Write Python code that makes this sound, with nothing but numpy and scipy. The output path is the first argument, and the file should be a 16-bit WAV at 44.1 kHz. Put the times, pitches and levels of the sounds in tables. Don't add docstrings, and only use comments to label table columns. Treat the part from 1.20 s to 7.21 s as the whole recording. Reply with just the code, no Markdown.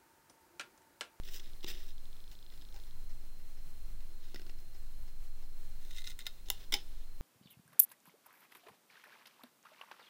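import sys
import numpy as np
from scipy import signal
from scipy.fft import rfft, irfft, next_fast_len
from scipy.io import wavfile
from scipy.ndimage import map_coordinates

SR = 44100
rng = np.random.default_rng(int(sys.argv[2]) if len(sys.argv) > 2 else 0)


def linear_from_db(decibels):
    return 10 ** (np.asarray(decibels, float) / 20)


def output_pcm(signal):
    pcm = np.clip(np.atleast_2d(signal).T, -1, 1) * 32767
    wavfile.write(sys.argv[1], SR, np.round(pcm).astype(np.int16))


N = 265041

# start in seconds, peak in dB, treble in dB.
SLIPS = [(4.6124, -63, -7), (4.63, -52, -10), (4.649, -45, -6), (4.6828, -52, -10), (4.7084, -36, -9),
         (4.7282, -42, -13), (4.7457, -42, -12), (4.7636, -33, -25), (4.773, -34, -17), (4.782, -30.5, -21),
         (4.794, -45, -18), (4.8187, -37.5, -5), (4.8414, -32.5, -16), (4.8554, -48, -11),
         (4.865, -34, -15), (4.8721, -27.5, -30), (4.8988, -32, -5), (4.9147, -39.5, -12),
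         (4.9903, -32, -0.5), (5.0046, -36.5, -10), (5.0138, -39, -14), (5.0562, -36, -11)]
# centre in Hz, width in Hz, level in dB.
BLADES = [(2700, 500, -9), (3200, 300, -8), (3700, 260, 0), (4250, 400, -7), (4980, 150, -7),
          (5240, 200, -7), (6200, 900, -13)]
# centre in Hz, width in Hz, level in dB.
BLADE_LOW = [(1440, 60, -6), (1800, 200, -8), (2078, 70, 0)]
# frequency in Hz, level in dB.
SLIP_EDGE = [(5500, -16), (7000, -4), (9400, -2), (10400, -9), (11500, -19), (13600, -4), (15200, 1),
             (17000, -6)]


def slips():
    rows = []
    for start, db, treble_db in SLIPS:
        low_db = -15.5 + 22.5 * (start - SLIPS[0][0])
        length_ms = 4.4 + 0.2 * (db + 35.5)
        rows.append((start, db, treble_db, low_db, length_ms))
    creak = bursts(rows, BLADES, SLIP_EDGE, BLADE_LOW, rise=0.00025, kick=2.9, low_kick=4.0, lumpy_db=7.0)
    return linear_from_db(-4.5) * creak


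# start in seconds, peak in dB, treble in dB,
# card thump in dB, length in ms.
SNAPS = [
    (5.5223, -24, -9, -12, 9.9),
    (5.5262, -23, -22, -18, 2.4),
    (5.5375, -26.5, -8, -14.5, 4.7),
    (5.5397, -10.5, -11, -27, 1.3),
    (5.542, -16.5, -12, -7, 0.79),
    (5.5454, -33, -6, -3.5, 6.6),
    (5.5734, -46, -17, -3, 3.5),
]
# centre in Hz, width in Hz, level in dB.
SHUT = [(1500, 500, -17), (1900, 150, -12), (2230, 130, 0), (2750, 100, -8), (3030, 220, 0), (3730, 220, 1),
        (5080, 300, -2), (5800, 600, -7)]
# centre in Hz, width in Hz, level in dB.
SHUT_LOW = [(197, 110, -10), (307, 45, -2), (375, 39, -1), (464, 61, -6.5), (647, 45, -8), (809, 38, 2.5),
            (1030, 150, -13)]
# frequency in Hz, level in dB.
SHUT_EDGE = [(5800, -26), (7200, 5), (8300, -6), (9400, -0.5), (12300, -16), (14000, -7), (15400, 2),
             (17000, -24)]


def snaps():
    return bursts(SNAPS, SHUT, SHUT_EDGE, SHUT_LOW, rise=0.00027, kick=3.8, low_kick=4.0, lumpy_db=0.0)


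# start in seconds, peak in dB, treble in dB,
# card thump in dB, length in ms.
BITES = [
    (5.2859, -38.5, -13, -13, 3.3),
    (5.3012, -15.5, -3, -18.5, 2.1),
]
# centre in Hz, width in Hz, level in dB.
BITE = [(1570, 340, -11), (2020, 90, -4.5), (2920, 140, 4), (3330, 390, 1), (3790, 340, 1.5),
        (5270, 530, -7), (6670, 900, -5.5)]
# centre in Hz, width in Hz, level in dB.
BITE_LOW = [(385, 53, 0), (610, 86, -3), (782, 65, 1.5), (990, 67, -3.5)]
# frequency in Hz, level in dB.
BITE_EDGE = [(5200, -35), (7000, -13), (9300, -8), (10200, -2), (11800, -8), (15000, 0.5), (17000, -13)]


def bites():
    return bursts(BITES, BITE, BITE_EDGE, BITE_LOW, rise=0.0002, kick=5.1, low_kick=10.3, lumpy_db=0.5)


# start in seconds, peak in dB, treble in dB,
# low blade modes in dB, length in ms.
JUMP = [
    (5.0659, -24, -8, -6.5, 3.6),
]


def jump():
    low = BLADE_LOW + [(700, 210, -15.5)]
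    return bursts(JUMP, BLADES, BITE_EDGE, low, rise=0.00043, kick=2.2, low_kick=4.6, lumpy_db=5.5)


# start in seconds, length in seconds, level in dB, treble in dB.
GRIND = [(4.58, 0.15, -69, -2), (4.722, 0.044, -61, -4.5), (4.76, 0.047, -59, -2), (4.835, .025, -63, 0),
         (4.865, .028, -63, 1), (4.905, .022, -62, -2), (4.99, 0.031, -66, -7), (5.07, 0.015, -70, -8),
         (5.09, .12, -74, -5)]


def grind():
    return rubbing(GRIND, BLADES, SLIP_EDGE, BLADE_LOW,
                   swell=0.26, t60=0.046, low_db=-8.5, catch_db=2.4, lumpy_db=4)


# start in seconds, peak in dB, treble in dB,
# card thump in dB, length in ms.
FLICKS = [
    (.0343, -42, -10, -18, 2.9),
    (.0764, -42, -8, -14, 2.5),
    (.0862, -37, -16, -16, 3),
    (.196, -37, -15, -16, 4.8),
    (.4432, -25, -6.5, -8, 1.7),
    (.4638, -36, -17, -15, 3.9),
    (.471, -44, -8, -21, 1.5),
    (1.419, -45.5, -9, -10, 4.3),
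    (1.7255, -62, -6, -16, 2.5),
    (3.402, -54, 9, -14, 1.5),
]
# centre in Hz, width in Hz, level in dB.
CARD = [(1554, 700, -14), (1910, 350, -3), (2810, 630, -4), (3710, 410, 1), (5110, 420, -4.5),
        (6600, 1000, -9)]
# centre in Hz, width in Hz, level in dB.
THUMP = [(184, 410, -1.5), (361, 69, 14.5), (480, 360, -4.5), (860, 180, -2)]
# frequency in Hz, level in dB.
TREBLE = [(4600, -15), (5600, 4.5), (7200, 2), (8500, -7), (11500, -8), (13500, -4), (15300, 4.5),
          (17000, 1)]


def flicks():
    return bursts(FLICKS, CARD, TREBLE, THUMP, rise=0.0006, kick=2.8, low_kick=12.0, lumpy_db=3.5)


# start in seconds, length in seconds, level in dB, treble in dB.
BRUSH = [(.032, .06, -58, 2), (.105, 0.037, -62, 5), (.13, 0.045, -57, 5), (.215, 0.085, -65.5, -8),
         (.426, .011, -56, -4), (.461, .014, -54, -5), (.472, .032, -47, 1), (.51, 0.055, -60, -9),
         (.555, 0.082, -62, -1), (.65, 0.066, -66.5, 1), (2.98, 0.14, -71, -10), (3.17, .015, -67, -12),
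         (5.258, 0.0068, -60, -9), (5.302, 0.013, -60, -9), (5.325, 0.058, -64.5, -12),
         (5.39, 0.049, -61.5, -5), (5.544, .015, -48, -9), (5.565, .04, -63, -16), (5.62, 0.21, -71.5, -15)]


def brush():
    return rubbing(BRUSH, CARD, TREBLE, THUMP,
                   swell=0.33, t60=0.1, low_db=-11.5, catch_db=1.6, lumpy_db=2.8)


# start in seconds, peak in dB, card thump in dB.
TAPS = [
    (3.084, -52, -15),
    (3.1442, -36.5, -5),
    (3.1583, -38, -11),
    (3.1947, -44, -6.5),
    (3.2163, -44, -8),
    (3.2648, -46.5, -5),
    (3.2951, -44.5, -5),
]
# start in seconds, peak in dB, card thump in dB.
SHIFTS = [(1.1134, -53, -10), (1.3194, -57, -9), (1.541, -54.5, 2), (1.56, -56, -6), (1.6651, -57.5, -8),
          (1.894, -56, -6), (2.1905, -60, -4), (2.3688, -57.5, -5), (2.8013, -58, -16), (2.8994, -64, -12),
          (3.0394, -59, -15), (3.384, -60, -2), (3.544, -57, -5), (3.8739, -58, -5), (4.221, -59.5, 1.5)]
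# centre in Hz, width in Hz, level in dB.
HANDLES = [(1500, 180, -4), (2000, 200, -2), (2800, 300, -4.5), (3700, 250, -5), (4500, 400, -6),
           (5300, 220, 0)]
# centre in Hz, width in Hz, level in dB.
KNUCKLE = [(150.1, 110, -4.5), (364, 140, 1), (830, 210, -16)]


def grip():
    tap_rows = [(start, db, -6, thump_db, 4.4) for start, db, thump_db in TAPS]
    usual_db = np.mean([row[1] for row in SHIFTS])
    shift_rows = []
    for start, db, thump_db in SHIFTS:
        treble_db = -5 + 1.6 * (db - usual_db)
        shift_rows.append((start, db, treble_db, thump_db, 21.6))
    taps = bursts(tap_rows, HANDLES, TREBLE, KNUCKLE, rise=0.00025, kick=2.6, low_kick=16.3, lumpy_db=2.5)
    shifts = bursts(shift_rows, HANDLES, TREBLE, BITE_LOW, rise=0.00053, kick=.1, low_kick=.1, lumpy_db=4.5)
    return taps + shifts


# first step in seconds, period in seconds, number of steps.
STEPS = [
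    (.2588, .0745, 10),
    (.9659, .03726, 19),
    (1.709, 1, 1),
]


def lens_motor():
    at = np.concatenate([first + period * np.arange(count) for first, period, count in STEPS])
    train, t = np.zeros(N), np.arange(-20, 20) / SR
    train[np.round(at * SR).astype(int)] = linear_from_db(-47.5 + 1.2 * rng.standard_normal(len(at)))
    pulse = -np.cos(2 * np.pi * 4000 * t) * np.exp(-(t / 0.00026) ** 2)
    tick = np.convolve(train, pulse, "same")
    return np.roll(tick, 40) + .55 * np.roll(tick, 65)


# frequency in Hz, t60 in seconds.
ROOM = [(300, 0.39), (2000, 0.13), (4500, 0.24), (7000, 0.15), (15000, 0.13)]


def room(x):
    hz, t, z = signal.stft(rng.standard_normal(SR // 2), SR, nperseg=256)
    decay = linear_from_db(-60 * t / along(ROOM, hz)[:, None])
    tail = signal.istft(z * decay, SR, nperseg=256)[1]
    return signal.fftconvolve(np.pad(x, (220, 0)), tail / np.linalg.norm(tail))[:N]


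# time in seconds, level in dB.
SWAY = [(.05, -37.5), (.5, -35.5), (.85, -34), (1.05, -43.5), (1.35, -44), (1.75, -36), (2.05, -38.5),
        (2.3, -35.5), (3.5, -36), (4.05, -34), (4.85, -35), (5.05, -42), (5.35, -41), (5.7, -35.5)]


def swing_db():
    return np.interp(np.arange(N) / SR, *np.transpose(SWAY))


def arm_sway():
    hz = 11.5 + 0.42 * wobble(4.017)
    return np.sqrt(2) * linear_from_db(swing_db()) * np.cos(2 * np.pi * np.cumsum(hz) / SR)


# frequency in Hz, density in dB per Hz.
RUMBLE = [(4, -11), (7, -5), (22, -13.5), (32, -18.5), (38, -11.5), (46, -28), (120, -35.5), (500, -70)]


def rumble():
    swing = swing_db()
    level_db = -47 + 0.44 * (swing - swing.mean()) + 1.9 * wobble(11)
    return linear_from_db(level_db) * filtered(rng.standard_normal(N), colour(RUMBLE))


# frequency in Hz, density in dB per Hz.
HISS = [(90, -24), (150, -5.5), (330, -7.5), (640, -13), (3500, -18.5), (13500, -21.5), (15300, -16),
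        (16500, -16.5)]


def hiss():
    return linear_from_db(-63.5 + 0.87 * wobble(17)) * filtered(rng.standard_normal(N), colour(HISS))


# frequency in Hz, rms level in dB.
WHINE = [(4160.2, -75.5), (4133, -83)]


def whine():
    t, total = np.arange(N) / SR, np.zeros(N)
    for hz, db in WHINE:
        level = np.sqrt(2) * linear_from_db(db + .6 * wobble(8))
        total += level * np.sin(2 * np.pi * hz * t + .25 * wobble(4))
    return total


def bursts(table, body, edge, low, rise, kick, low_kick, lumpy_db):
    force, t = np.zeros((3, N + SR)), np.arange(SR // 5) / SR
    rough = np.pad(grit(lumpy_db, 1500), (0, SR))
    blow = np.outer([kick, kick, low_kick], np.arange(len(t)) == 8)
    for start, db, treble_db, low_db, ms in table:
        first = round(start * SR)
        shape = (1 - np.exp(-t / rise)) * np.exp(-(t * 1000 / abs(ms)) ** 1.12)
        scrape = shape * rough[first:][:len(t)]
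        scrape = scrape * np.linalg.norm(shape) / np.linalg.norm(scrape)
        level = linear_from_db(db - 7.5 + np.array([[0], [treble_db], [low_db]]))
        force[:, first:][:, :len(t)] += level * (scrape + blow)
    return driven(force[:, :N], body, edge, low)


def rubbing(strokes, body, edge, low, swell, t60, low_db, catch_db, lumpy_db):
    t, level, bright = np.arange(N) / SR, np.zeros(N), np.zeros(N)
    for start, length, db, treble_db in strokes:
        onset = np.clip((t - start) / (swell * length), 0, 1)
        shape = onset * linear_from_db(db - 60 * np.clip(t - start - length, 0, 1) / t60)
        level += shape
        bright += shape * linear_from_db(treble_db)
    force = linear_from_db(catch_db * wobble(120)) * grit(lumpy_db, 900)
    return driven([force * level, force * bright, force * level * linear_from_db(low_db)], body, edge, low)


def driven(forces, body, edge, low):
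    ringing = filtered(forces[0], modes(body))
    brightness = filtered(forces[1], colour(edge))
    return ringing + brightness + filtered(forces[2], modes(low))


def grit(lumpy_db, grain_rate):
    x = rng.standard_normal(N) * linear_from_db(lumpy_db * wobble(grain_rate))
    return x / np.sqrt(np.mean(x ** 2) + 1e-20)


def wobble(rate):
    knots = rng.standard_normal(int(N * rate / SR) + 4)
    return map_coordinates(knots, [np.arange(N) * rate / SR])


def modes(table):
    def response(f):
        total = 0
        for k, (centre, width, db) in enumerate(table):
            damping = 1j * f * width
            total = total + (-1) ** k * linear_from_db(db) * damping / (centre * centre - f * f + damping)
        return total
    return response


def colour(points):
    return lambda f: linear_from_db(along(points, f))


def along(points, hz):
    f, v = np.transpose(points)
    return np.interp(np.log(hz + 1), np.log(f + 1), v)


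def filtered(x, response):
    m = next_fast_len(N + SR // 2)
    gain = response(np.fft.rfftfreq(m, 1 / SR))
    return irfft(rfft(x, m) * gain / np.sqrt(np.mean(abs(gain) ** 2)), m)[:N]


def below(x, top_hz, slope_hz):
    gain = np.clip((top_hz - np.fft.rfftfreq(N, 1 / SR)) / slope_hz, 0, 1) ** 2
    return irfft(rfft(x) * gain, N)


def scene():
    sharp = bites() + snaps() + jump()
    near = slips() + grind() + flicks() + brush() + grip() + lens_motor()
    background = arm_sway() + rumble() + hiss() + whine()
    steady = near + linear_from_db(-15) * room(near + sharp) + background
    return (below(sharp, 17000, 900) + below(steady, 15970, 100))[None]


def band_limit(x):
    return signal.sosfilt(signal.butter(12, 16890, fs=SR, output="sos"), x)


def record(dry):
    return band_limit(dry)


dry = scene()
out = record(dry)
output_pcm(out)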